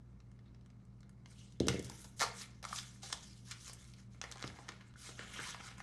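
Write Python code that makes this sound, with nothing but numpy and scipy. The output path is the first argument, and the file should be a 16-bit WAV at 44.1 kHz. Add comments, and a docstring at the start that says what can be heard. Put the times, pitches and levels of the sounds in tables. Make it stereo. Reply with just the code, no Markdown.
"""Banknotes handled at a desk in a small room, close to a stereo microphone: the wad is squared up, a slip
of paper is lifted away, a plastic pouch crackles open and the notes slide in. Creases snap, bulges pop
through, and sliding sheets stick and slip. Before that, a pen ticks faintly on the slip, then is put down:
its barrel clacks and the table top rings. Mains and a distant appliance hum faintly beneath."""
import sys
import numpy as np
from scipy import signal
from scipy.fft import rfft, irfft, next_fast_len
from scipy.io import wavfile
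from scipy.ndimage import map_coordinates

SR = 44100
rng = np.random.default_rng(int(sys.argv[2]) if len(sys.argv) > 2 else 0)


def to_wav(sig):
    """Store sig (one row per channel, or 1-D mono) as 16-bit WAV at the path in sys.argv[1].

    Samples outside -1..1 are clipped; the rate is SR.
    """
    pcm = np.clip(np.atleast_2d(sig), -1, 1) * 32767
    pcm = np.round(pcm).astype(np.int16)
    wavfile.write(sys.argv[1], SR, pcm.T)  # frames by channels


N = 256706
TIME = np.arange(N) / SR
FFT_SIZE = next_fast_len(N + SR)
FREQ = np.maximum(np.arange(FFT_SIZE // 2 + 1) * SR / FFT_SIZE, 1)


def wad_landing(start_s=2.195, gap_s=0.007, snap_s=0.003, sheet_hz=1120, crack_hz=4800, edge_db=-6.5):
    """The wad is tapped on its edge: seven notes meet the desk one after another, hardest in mid-run."""
    off_peak = (np.linspace(0, 1, 7) / 0.49 - 1) ** 2
    contacts = []
    for note, off in enumerate(off_peak):
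        sheet_db, crack_db = -29 - 23 * off, -31.5 - 7 * off
        contacts.append((start_s + note * gap_s, snap_s, sheet_hz, sheet_db, crack_db, crack_hz, edge_db))
    return snaps(contacts)


# Creases snapping and edges striking, close to the microphone: (time [s], length [s], sheet pitch [Hz],
# sheet level [dB], crack level [dB], crack pitch [Hz], relative edge brightness [dB])
CREASES = [(1.601, 0.00077, 1000, -46.5, -31, 4270, -18), (1.6696, 0.0026, 850, -48, -42, 5400, -4),
           (1.6838, 0.0014, 2300, -24.5, -24, 4950, -8), (1.794, 0.0018, 820, -75, -41.5, 6840, -7),
           (1.826, 0.0017, 1300, -70, -51, 6000, 1), (1.845, 0.0062, 1372, -66, -50.5, 5970, -1),
           (1.8985, 0.00094, 957, -62, -37.5, 6960, -4), (1.92, 0.0013, 1100, -53, -53, 4000, -11),
           (2.044, 0.0077, 840, -59.5, -53.5, 4800, -2), (2.265, 0.00087, 1250, -43, -45, 5200, -12),
           (2.628, 0.0047, 1020, -51.5, -51, 4500, -4), (2.641, 0.0012, 1170, -40.5, -44, 3600, -12),
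           (2.651, 0.0018, 1320, -37.5, -39.5, 6200, -18), (2.727, 0.0025, 1192, -42, -53, 5600, -1),
           (2.787, 0.0023, 2130, -43, -37.5, 3970, -5), (3.031, 0.028, 830, -58.5, -50, 5100, -10),
           (3.101, 0.0054, 940, -52, -63, 5200, -4), (3.1261, 0.0019, 1190, -46.5, -35, 5130, -17),
           (3.128, 0.0017, 1130, -36, -28.5, 5360, -16), (3.175, .0011, 1160, -51, -47, 4300, -19),
           (3.5113, 0.0066, 2090, -48.5, -43, 5560, -10), (3.517, 0.0075, 2500, -44.5, -58, 7000, -7),
           (3.679, 0.0034, 1200, -56.5, -47, 5240, -3), (3.697, 0.0016, 990, -48.5, -44.5, 5400, -13),
           (3.732, 0.0048, 1690, -60, -46.5, 8400, -7), (3.937, 0.004, 1080, -68, -56.5, 3660, -8),
           (4.147, .0009, 900, -57, -73, 4700, -13), (4.2151, 0.0014, 1530, -36.5, -34.5, 4860, -24),
           (4.224, .0015, 1600, -52, -54, 6000, -4), (4.2394, 0.0023, 1110, -40.5, -47, 4200, -9),
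           (4.248, 0.00085, 990, -45, -56, 4200, -13), (4.3149, 0.0013, 1400, -46.5, -39.5, 6000, -8),
           (4.323, 0.0015, 1400, -51, -40, 5230, -18), (4.357, 0.0038, 764, -49.5, -56, 4000, -11),
           (4.4261, 0.00086, 990, -37.5, -35.5, 3770, -20), (4.4305, 0.00079, 1500, -54, -55, 4700, -13),
           (4.4406, 0.0014, 1270, -35, -62, 3400, -16), (4.4475, 0.0011, 900, -44, -51, 4700, -9),
           (4.471, .003, 1300, -60, -51, 5000, -18), (4.477, 0.0011, 900, -48, -40, 4470, -14),
           (4.499, 0.0027, 1310, -50, -70, 4700, -13), (4.561, 0.0013, 1000, -54, -57, 4200, -16),
           (4.588, 0.0099, 1040, -54.5, -65, 4700, -13), (4.658, 0.0018, 950, -59, -75, 4700, -13),
           (4.672, .002, 650, -60, -70, 4700, -13), (4.683, 0.0068, 1580, -51, -60, 3800, -10),
           (4.689, 0.0028, 1650, -39, -42, 4500, -16), (4.72, 0.0018, 1670, -49, -56, 4700, -16),
           (4.809, 0.007, 1390, -55.5, -73, 4640, -2), (4.9395, .001, 2240, -56, -78, 3420, -6),
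           (5.091, 0.0021, 826, -48.5, -72, 4700, -13), (5.193, 0.0014, 1240, -37, -50, 3200, -11),
           (5.399, 0.0085, 1650, -44, -56, 7000, 1), (5.546, 0.0019, 1190, -41, -63, 4700, -20),
           (5.645, .0018, 1300, -55, -71, 4700, -21), (5.687, 0.0017, 1680, -48, -55, 4670, -9),
           (5.782, 0.0016, 970, -52, -52, 7100, -6), (5.803, 0.0018, 1320, -41, -62, 3500, -16)]

def snaps(contacts, flutter_db=-20, flutter_s=0.019):
    """One sharp click and a run of smaller buckles: the sheet rings low, the crease cracks high."""
    out, t = np.zeros(N), TIME[:SR // 20]
    for start, length, sheet_hz, sheet_db, crack_db, crack_hz, edge_db in contacts:
        force = np.exp(-t / length) + from_db(flutter_db) * np.exp(-t / flutter_s)
        buckles = rng.choice([-1, 1], (3, len(t))) * force
        buckles[:, 0] = from_db([11, 14, 14])   # the opening click
        sheet = band(buckles[0], sheet_hz / 1.97, sheet_hz * 1.97)
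        crack = band(buckles[1], crack_hz / 1.47, crack_hz * 1.47)
        edge = band(buckles[2], 9200, 15800)
        length_gain = np.sqrt(length * SR / len(t))   # levels hold over the snap's length
        for part, db in (sheet, sheet_db), (crack, crack_db + 0.5), (edge, crack_db + edge_db + 3.5):
            add(out, start, from_db(db) * rms_one(part) * length_gain)
    return out


# Sheets popping through with a hollow ring, close up: (time [s], pitch [Hz], peak level [dB])
BULGES = [(1.899, 913, -45.5), (2.216, 683, -36), (2.2219, 1400, -23), (2.229, 1145, -28),
          (2.236, 461, -40), (2.239, 1200, -29.5), (2.048, 905, -52.5), (2.651, 1350, -34),
          (2.71, 730, -48.5), (2.7285, 1234, -31.5), (3.032, 794, -47), (4.6901, 1690, -39),
          (4.958, 1500, -47), (5.3916, 1570, -32.5), (5.546, 996, -45)]

def pops(rise_cycles=1.48, sag=0.045):
    """A bulge flips over and rings for a few cycles, its pitch sagging as it relaxes."""
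    out, t = np.zeros(N), TIME[:SR // 30]
    for start, hz, peak_db in BULGES:
        rise = rise_cycles / hz
        swell = t / rise * np.exp(1 - t / rise)
        pitch = hz * (1 + sag * (2 * np.exp(-t / (2 * rise)) - 1))
        add(out, start, from_db(peak_db) * swell * np.sin(2 * np.pi * np.cumsum(pitch) / SR))
    return out


# Sliding strokes of pen, paper and plastic at the desk: (time [s], push [s], fade [s], flex level [dB],
# hiss level [dB], relative sheen [dB], scrape pitch [Hz], scrape level [dB])
SLIDING_STROKES = [(0.445, 0.018, 0.039, -78, -86, -8, 3800, -77.5),
                   (1.273, 0.044, 0.06, -72.5, -67, 4, 8800, -72),
                   (1.345, 0.045, 0.16, -71.5, -62.5, -1, 2890, -69),
                   (1.604, 0.033, 0.25, -63, -64.5, -8, 3280, -58.5),
                   (1.691, 0.035, 0.076, -64, -50, -21, 2010, -51.5),
                   (1.8, 0.067, 0.25, -61.5, -61, 8, 6100, -64),
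                   (1.968, 0.046, 0.071, -80, -60.5, 13.5, 6120, -70),
                   (2.164, 0.034, 0.022, -73, -64.5, 19, 8500, -71),
                   (2.203, 0.021, 0.079, -39.5, -42, -9, 4550, -45),
                   (2.332, 0.082, 0.045, -51, -49.5, 5.5, 4900, -57),
                   (2.47, 0.023, 0.11, -65.5, -66.5, -7, 1180, -75),
                   (2.63, 0.13, 0.11, -54, -48, 2.5, 1230, -80),
                   (2.752, 0.031, 0.015, -52, -44.5, -8, 3750, -47),
                   (2.81, 0.0089, 0.26, -65.5, -60, 0, 4020, -80),
                   (3.019, 0.045, 0.2, -59.5, -51, -9, 6100, -79),
                   (3.222, 0.0071, 0.26, -70, -59.5, -4, 5040, -67.5),
                   (3.448, 0.036, 0.22, -62, -55.5, -10, 5250, -72),
                   (3.591, 0.079, 0.095, -62.5, -53, 3.5, 5940, -73),
                   (3.737, 0.075, 0.17, -65.5, -62, 1.5, 5900, -74),
                   (3.96, 0.025, 0.061, -66.5, -66, -2, 6500, -68.5),
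                   (4.1, 0.027, 0.13, -72.5, -71, -4, 1950, -84),
                   (4.223, 0.0085, 0.14, -56.5, -61.5, -8, 1900, -61),
                   (4.345, 0.074, 0.14, -62, -62, 0, 1670, -60),
                   (4.408, 0.062, 0.11, -64, -60, -4, 5400, -77),
                   (4.54, 0.017, 0.26, -62, -63.5, -3, 930, -72),
                   (4.69, .02, 0.31, -66, -76.5, 6, 1480, -80),
                   (4.865, 0.013, 0.022, -80, -78, 12, 7500, -70),
                   (4.96, 0.041, .07, -66, -59, 4.5, 3200, -67),
                   (5.01, 0.06, 0.081, -56.5, -49.5, -1, 3560, -61),
                   (5.151, 0.05, 0.35, -54.5, -58.5, 3, 3100, -59),
                   (5.312, 0.03, 0.33, -49, -53, -17, 3340, -57.5),
                   (5.411, 0.085, 0.044, -47.5, -46, 5, 3560, -56.5),
                   (5.599, 0.063, 0.072, -51, -55.5, 2, 3120, -68),
                   (5.772, 0.024, 0.058, -56, -63, 1, 2030, -68)]

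def scraping(band_ratio=1.103, bend=0.034):
    """A sheet's free edge rings at its own pitch in each stroke; the pitch wanders as the sheet bends."""
    out = np.zeros(N)
    grains = stick_slip(per_s=1400, spread_db=2.5, clump_db=4)
    speed = 1 + bend * drift(13.73)
    for start, push, fade, _, _, _, hz, scrape_db in SLIDING_STROKES:
        span = (int(start * SR) + np.arange(SR)) % N
        ringing = rms_one(band(grains[span], hz / band_ratio, hz * band_ratio))
        bent = map_coordinates(ringing, [np.cumsum(speed[span])])
        add(out, start, from_db(scrape_db) * stroke_shape(push, fade) * bent)
    return out


def stroke_shape(push, fade, grip_s=0.0016, swell_db=10.5, fade_db=13.5):
    """A stroke takes hold quickly, swells while it is pushed, then dies ever faster."""
    t = TIME[:SR]
    grip = np.clip(t / grip_s, 0, 1)
    rising_db = -swell_db * np.maximum(1 - t / push, 0)
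    dying_db = -fade_db * (np.maximum(t - push, 0) / fade) ** 1.25
    return grip * from_db(rising_db + dying_db)


def stroke_levels(light_touch_db=(-81.5, -89.5, -93)):
    """Flex, hiss and sheen in dB: the strokes add in power to a steady touch of pen tip and fingers."""
    power = from_db(light_touch_db)[:, None] ** 2 * np.ones(N)
    for start, push, fade, flex_db, hiss_db, sheen_db, _, _ in SLIDING_STROKES:
        shape = stroke_shape(push, fade)
        for track, level_db in zip(power, (flex_db, hiss_db, hiss_db + sheen_db)):
            add(track, start, (from_db(level_db) * shape) ** 2)
    return 10 * np.log10(power)


# Close-up spectra of the rubbing: its mid-range rustle, a broader rustle, the sliding hiss and its
# fine sheen: (frequency [Hz], relative level [dB])
MID_RUSTLE_SPECTRUM = [(700, -17.5), (1150, -4.5), (1400, 0), (1700, -1.5), (2100, -1), (2600, -3),
                       (3000, -9.5), (3350, -14), (4000, -8), (7000, -23)]
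BROAD_RUSTLE_SPECTRUM = [(200, -2), (420, -4), (800, -6.5), (1100, -6.5), (1550, 0), (2100, -4),
                         (2700, -1.5), (5000, -30)]
HISS_SPECTRUM = [(1200, -30.5), (2400, -7.5), (3300, -2.5), (4600, -2), (6300, 1.5), (8000, -3.5),
                 (11500, -7), (14000, -24)]
SHEEN_SPECTRUM = [(4000, -20), (6500, -1.5), (8000, -3), (11300, -1.5), (13000, -6.5), (15500, -7.5)]
# The rustle is all mid-range until 5.1 s, then some broader rustle mixes in: (time [s], mid share [0-1])
MID_RUSTLE_SHARE = [(5.1, 1), (5.2, 0.7), (5.38, 0.95), (5.7, 0.9)]

def rubbing():
    """Friction grains flex the sheets into a rustle and hiss, with sparser crinkles and a fine sheen."""
    flex_db, hiss_db, sheen_db = stroke_levels()
    share = np.interp(TIME, *np.transpose(MID_RUSTLE_SHARE))
    crinkles = from_db(-6) * stick_slip(per_s=180, spread_db=-0.5, clump_db=-2.5)
    broad_grains = stick_slip(per_s=3200, spread_db=3.5, clump_db=5.5) + crinkles
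    mid_grains = stick_slip(per_s=1100, spread_db=1.5, clump_db=2)
    fine_grains = stick_slip(per_s=14000, spread_db=1, clump_db=1) + crinkles
    broad = colour(from_db(flex_db + 1.5) * np.sqrt(1 - share) * broad_grains, BROAD_RUSTLE_SPECTRUM)
    mid = colour(from_db(flex_db - 2) * np.sqrt(share) * mid_grains, MID_RUSTLE_SPECTRUM)
    hiss = colour(from_db(hiss_db - 2) * fine_grains, HISS_SPECTRUM)
    sheen = colour(from_db(sheen_db - 6.5) * fine_grains, SHEEN_SPECTRUM)
    return broad + mid + hiss + sheen


def stick_slip(per_s, spread_db, clump_db):
    """Tiny stick-slip releases of uneven size that come in clumps; rms 1."""
    released = rng.random(N) < per_s / SR
    sizes = from_db(spread_db * np.minimum(rng.exponential(1, N), 4))
    signs = rng.choice([-1, 1], N)
    return rms_one(released * sizes * signs * from_db(clump_db * drift(51)))


def bending(x, spread_db=2.5, rate_hz=17):
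    """As a sheet bends and the grip moves, its resonances swell and fade each on their own."""
    centres = np.geomspace(700, 10000, 16)
    responses = np.array([at_hz(np.c_[centres, share], FREQ) for share in np.eye(len(centres))])
    return sum(part * from_db(spread_db * drift(rate_hz)) for part in filtered(x, responses))


# Catches along the pouch's seal, close to the microphone: (time [s], relative level [dB])
SEAL_CATCHES = [(4.3722, 1), (4.3817, 2), (4.3948, 0.5), (4.4022, 0), (4.411, 1), (4.4208, 0)]

def seal_peeling(snap_s=0.0007, sheet_hz=1520, sheet_db=-47.5, crack_hz=5440, crack_db=-49.5, edge_db=-12):
    """The seal peels open in a quick run of plastic snaps, one for each catch that lets go."""
    return snaps([(start, snap_s, sheet_hz, sheet_db + db, crack_db + db, crack_hz, edge_db)
                  for start, db in SEAL_CATCHES])


# The pen put down on the desk, near the microphone: (time [s], strike level [dB])
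PEN_CLACKS = [(1.6027, -43.5), (1.6843, -26.5), (1.6862, -40), (1.6935, -56)]
# Modes of its barrel: (frequency [Hz], level [dB], t60 [s])
BARREL_MODES = [(1590, -6, .012), (1580, -27, 0.13), (2040, -15.5, 0.11), (2170, -13, 0.048),
                (2660, -12.5, .11), (2810, -13, .12), (3850, -37, .1), (3980, -28, .13), (3740, -5, 0.0026),
                (6400, 4, .004), (8300, 4, 0.0057), (10800, -8, .0028)]

def pen_clacking():
    """Hard plastic contacts ring the pen's barrel, which is too thin to radiate lows."""
    knocks = np.zeros(N)
    for start, level_db in PEN_CLACKS:
        add(knocks, start, from_db([level_db]))
    return band(ring(knocks, BARREL_MODES), 1300, 12000, order=3)


# The pen tip on the slip, faint even from close by:
# (time [s], crack level [dB], crack pitch [Hz], slip level [dB])
TIP_TOUCHES = [(0.203, -63.5, 4230, -62), (0.316, -68, 5900, -68), (0.391, -70.5, 3480, -62.5),
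               (0.547, -66, 4400, -65), (0.611, -69.5, 4260, -77), (0.661, -66, 7660, -64),
               (0.702, -65.5, 4800, -65), (0.852, -69, 8200, -75), (1.006, -63, 5860, -69),
               (1.031, -62.5, 3930, -60.5), (1.0942, -61, 8200, -64), (1.259, -54.5, 4220, -53.5),
               (1.523, -60, 5000, -72)]

def pen_ticking(tick_s=0.0019, slip_hz=1400, edge_db=-13):
    """The tip touches down between letters with a tiny crack that rings the slip."""
    return snaps([(start, tick_s, slip_hz, slip_db, crack_db, crack_hz, edge_db)
                  for start, crack_db, crack_hz, slip_db in TIP_TOUCHES])


# Pen and hands bumping the desk, near the microphone: (time [s], push level [dB], contact [s])
DESK_BUMPS = [(1.6046, -21.5, 0.002), (1.6164, -29.5, 0.0017), (1.6712, -30.5, 0.0019),
              (1.6846, -30, 0.0019), (1.689, -19, 0.0039), (1.702, -39.5, 0.0015), (1.7428, -31.5, 0.0019),
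              (1.753, -37, 0.0019), (1.796, -37.5, 0.0018), (1.828, -47, 0.0016), (2.216, -45.5, 0.002),
              (3.128, -50.5, 0.0019), (4.442, -36.5, 0.0025), (4.501, -41, 0.0047), (4.59, -55, 0.0016),
              (4.692, -50.5, 0.0015), (5.092, -53.5, 0.0013), (5.195, -50.5, 0.0017),
              (5.392, -46.5, 0.0018)]
# Modes of the table top: (frequency [Hz], level [dB], t60 [s])
DESK_MODES = [(82, -17, 0.4), (129.6, -8.5, 0.23), (193, -13.5, 0.13), (266, -6.5, 0.062), (313, -3, 0.067),
              (385, 2.5, 0.033), (463, 4, 0.036), (568, -4, 0.036), (660, 5.5, 0.026), (736, -3.5, 0.038)]

def desk_bumping():
    """Soft half-sine pushes set the table top's modes ringing."""
    force = np.zeros(N)
    for start, level_db, contact_s in DESK_BUMPS:
        pulse = np.sin(np.pi * np.minimum(TIME[:SR // 50] / contact_s, 1))
        add(force, start, from_db(level_db) * pulse / pulse.sum())
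    return band(ring(force, DESK_MODES), 85, 800, order=4)


# Decay of the small room around the desk: (frequency [Hz], t60 [s])
ROOM_DECAY = [(100, 0.74), (800, 0.45), (1500, 0.2), (2200, 0.4), (5500, 0.11), (14000, 0.14)]

def room(x, wet_db, width_db, build_s=0.0008):
    """A diffuse tail that builds within milliseconds and dies sooner in the treble."""
    t, tail = TIME[:SR // 2], 0
    edges = np.geomspace(60, 16000, 9)
    for low, high in zip(edges, edges[1:]):
        decay = np.exp(-np.log(1000) * t / at_hz(ROOM_DECAY, np.sqrt(low * high)))
        tail = tail + band(rng.standard_normal((2, len(t))), low, high) * decay
    build = 1 - np.exp(-(t / build_s) ** 2)
    tail = rms_one(tail * build) / np.sqrt(len(t))
    return from_db(wet_db) * widened(*filtered(x, rfft(tail, FFT_SIZE)), width_db)


# Width of the room at the microphone: (frequency [Hz], relative side level [dB])
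SIDE_SPECTRUM = [(60, -14.5), (130, -18.5), (300, -10.5), (600, -3), (1300, 0), (2600, 4), (3700, -5),
                 (5500, -39), (7000, -15), (13000, -31)]

def widened(mid, side, width_db):
    """Diffuse sound differs between the microphone's two ports, most in the middle range."""
    return mid + filtered(side, from_db(at_hz(SIDE_SPECTRUM, FREQ) + width_db)) * [[1], [-1]]


# Hum of the mains and of a distant appliance: (frequency [Hz], level [dB])
HUM_LINES = [(59.2, -64), (119.6, -59.5), (195, -66), (240, -76)]
# The room's air, all around the microphone: (frequency [Hz], relative level [dB])
AIR_SPECTRUM = [(25, -4.5), (45, -10.5), (75, 3.5), (100, -2.5), (165, 4.5), (230, -3), (290, -6.5),
                (600, -18.5), (850, -21), (1200, -21.5), (1800, -34.5), (2500, -40.5), (6000, -38.5),
                (15000, -44)]

def room_tone(waver=0.28, air_db=-63):
    """Slightly wavering hum lines over the low rush of the room."""
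    hum = np.zeros(N)
    for hz, level_db in HUM_LINES:
        amplitude = from_db(level_db) * np.sqrt(2) * (1 + waver * drift(6.7))
        hum += amplitude * np.sin(2 * np.pi * hz * TIME + drift(1.96))
    air = colour(rng.standard_normal((2, N)), AIR_SPECTRUM)
    return hum + from_db(air_db) * widened(*air, width_db=3.5)


def from_db(db):
    return 10 ** (np.asarray(db) / 20)


def rms_one(x):
    return x / np.sqrt(np.mean(x ** 2) + 1e-20)


def at_hz(points, hz):
    """Read a table on a log-frequency axis."""
    points = np.array(points)
    return np.interp(np.log(hz), np.log(points[:, 0]), points[:, 1])


def filtered(x, response):
    return irfft(rfft(x, FFT_SIZE) * response, FFT_SIZE)[..., :N]


def colour(x, spectrum):
    """Causal (minimum-phase) filter that keeps the power of white noise."""
    gain = rms_one(from_db(at_hz(spectrum, FREQ)))
    cepstrum = irfft(np.log(gain), FFT_SIZE)
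    cepstrum[1:FFT_SIZE // 2] *= 2
    cepstrum[FFT_SIZE // 2 + 1:] = 0
    return filtered(x, np.exp(rfft(cepstrum)))


def band(x, low_hz, high_hz, order=2):
    edges = [min(low_hz, .4 * SR), min(high_hz, .45 * SR)]
    return signal.sosfilt(signal.butter(order, edges, "band", fs=SR, output="sos"), x)


def drift(rate_hz):
    """A slow random wander; rms 1."""
    return rms_one(filtered(rng.standard_normal(FFT_SIZE), 1 / (1 + (FREQ / rate_hz) ** 2)))


def add(track, start_s, sound):
    start = int(start_s * SR)
    track[start:start + len(sound)] += sound[:N - start]


def ring(force, modes):
    """A body's damped modes driven by a force."""
    out = np.zeros(N)
    for hz, mode_db, t60 in modes:
        radius = np.exp(-np.log(1000) / (t60 * SR))
        real = radius * np.cos(2 * np.pi * hz / SR)
        out += from_db(mode_db) * signal.lfilter([1, -real], [1, -2 * real, radius ** 2], force + 1e-18)
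    return out


def scene():
    """Hands at work on the desk, heard from close by and through the room."""
    handling = bending(rubbing()) + scraping()
    handling += pen_ticking() + snaps(CREASES) + wad_landing() + seal_peeling() + pops() + pen_clacking()
    bumps = desk_bumping()
    echoes = room(handling, wet_db=-9.5, width_db=-3.5) + room(bumps, wet_db=-11, width_db=-4)
    return handling + bumps + echoes + room_tone()


# Response of the microphone at the desk: (frequency [Hz], level [dB])
MIC_RESPONSE = [(100, -0.5), (1900, -1), (2200, -0.5), (2430, -5.5), (2800, -2.5), (3300, -1.5),
                (6000, -1.5), (7200, -2.5), (8200, -1)]

def record(dry, balance_db=0.13, in_step_hz=5400, opposed_hz=13200, cutoff_hz=15900):
    """Two ports colour the sound and fall into nearly opposite phase across the treble; the top is cut."""
    sides = np.array([[1], [-1]])
    treble = np.clip((FREQ - in_step_hz) / (opposed_hz - in_step_hz), 0, 1)
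    phase_offset = 0.99 * np.pi * treble ** 0.87
    ports = from_db(at_hz(MIC_RESPONSE, FREQ) + balance_db * sides) * np.exp(-.5j * sides * phase_offset)
    lowpass = signal.ellip(10, .1, 80, cutoff_hz, fs=SR, output="sos")
    return signal.sosfilt(lowpass, filtered(dry, ports))


dry = scene()
out = record(dry)
to_wav(out)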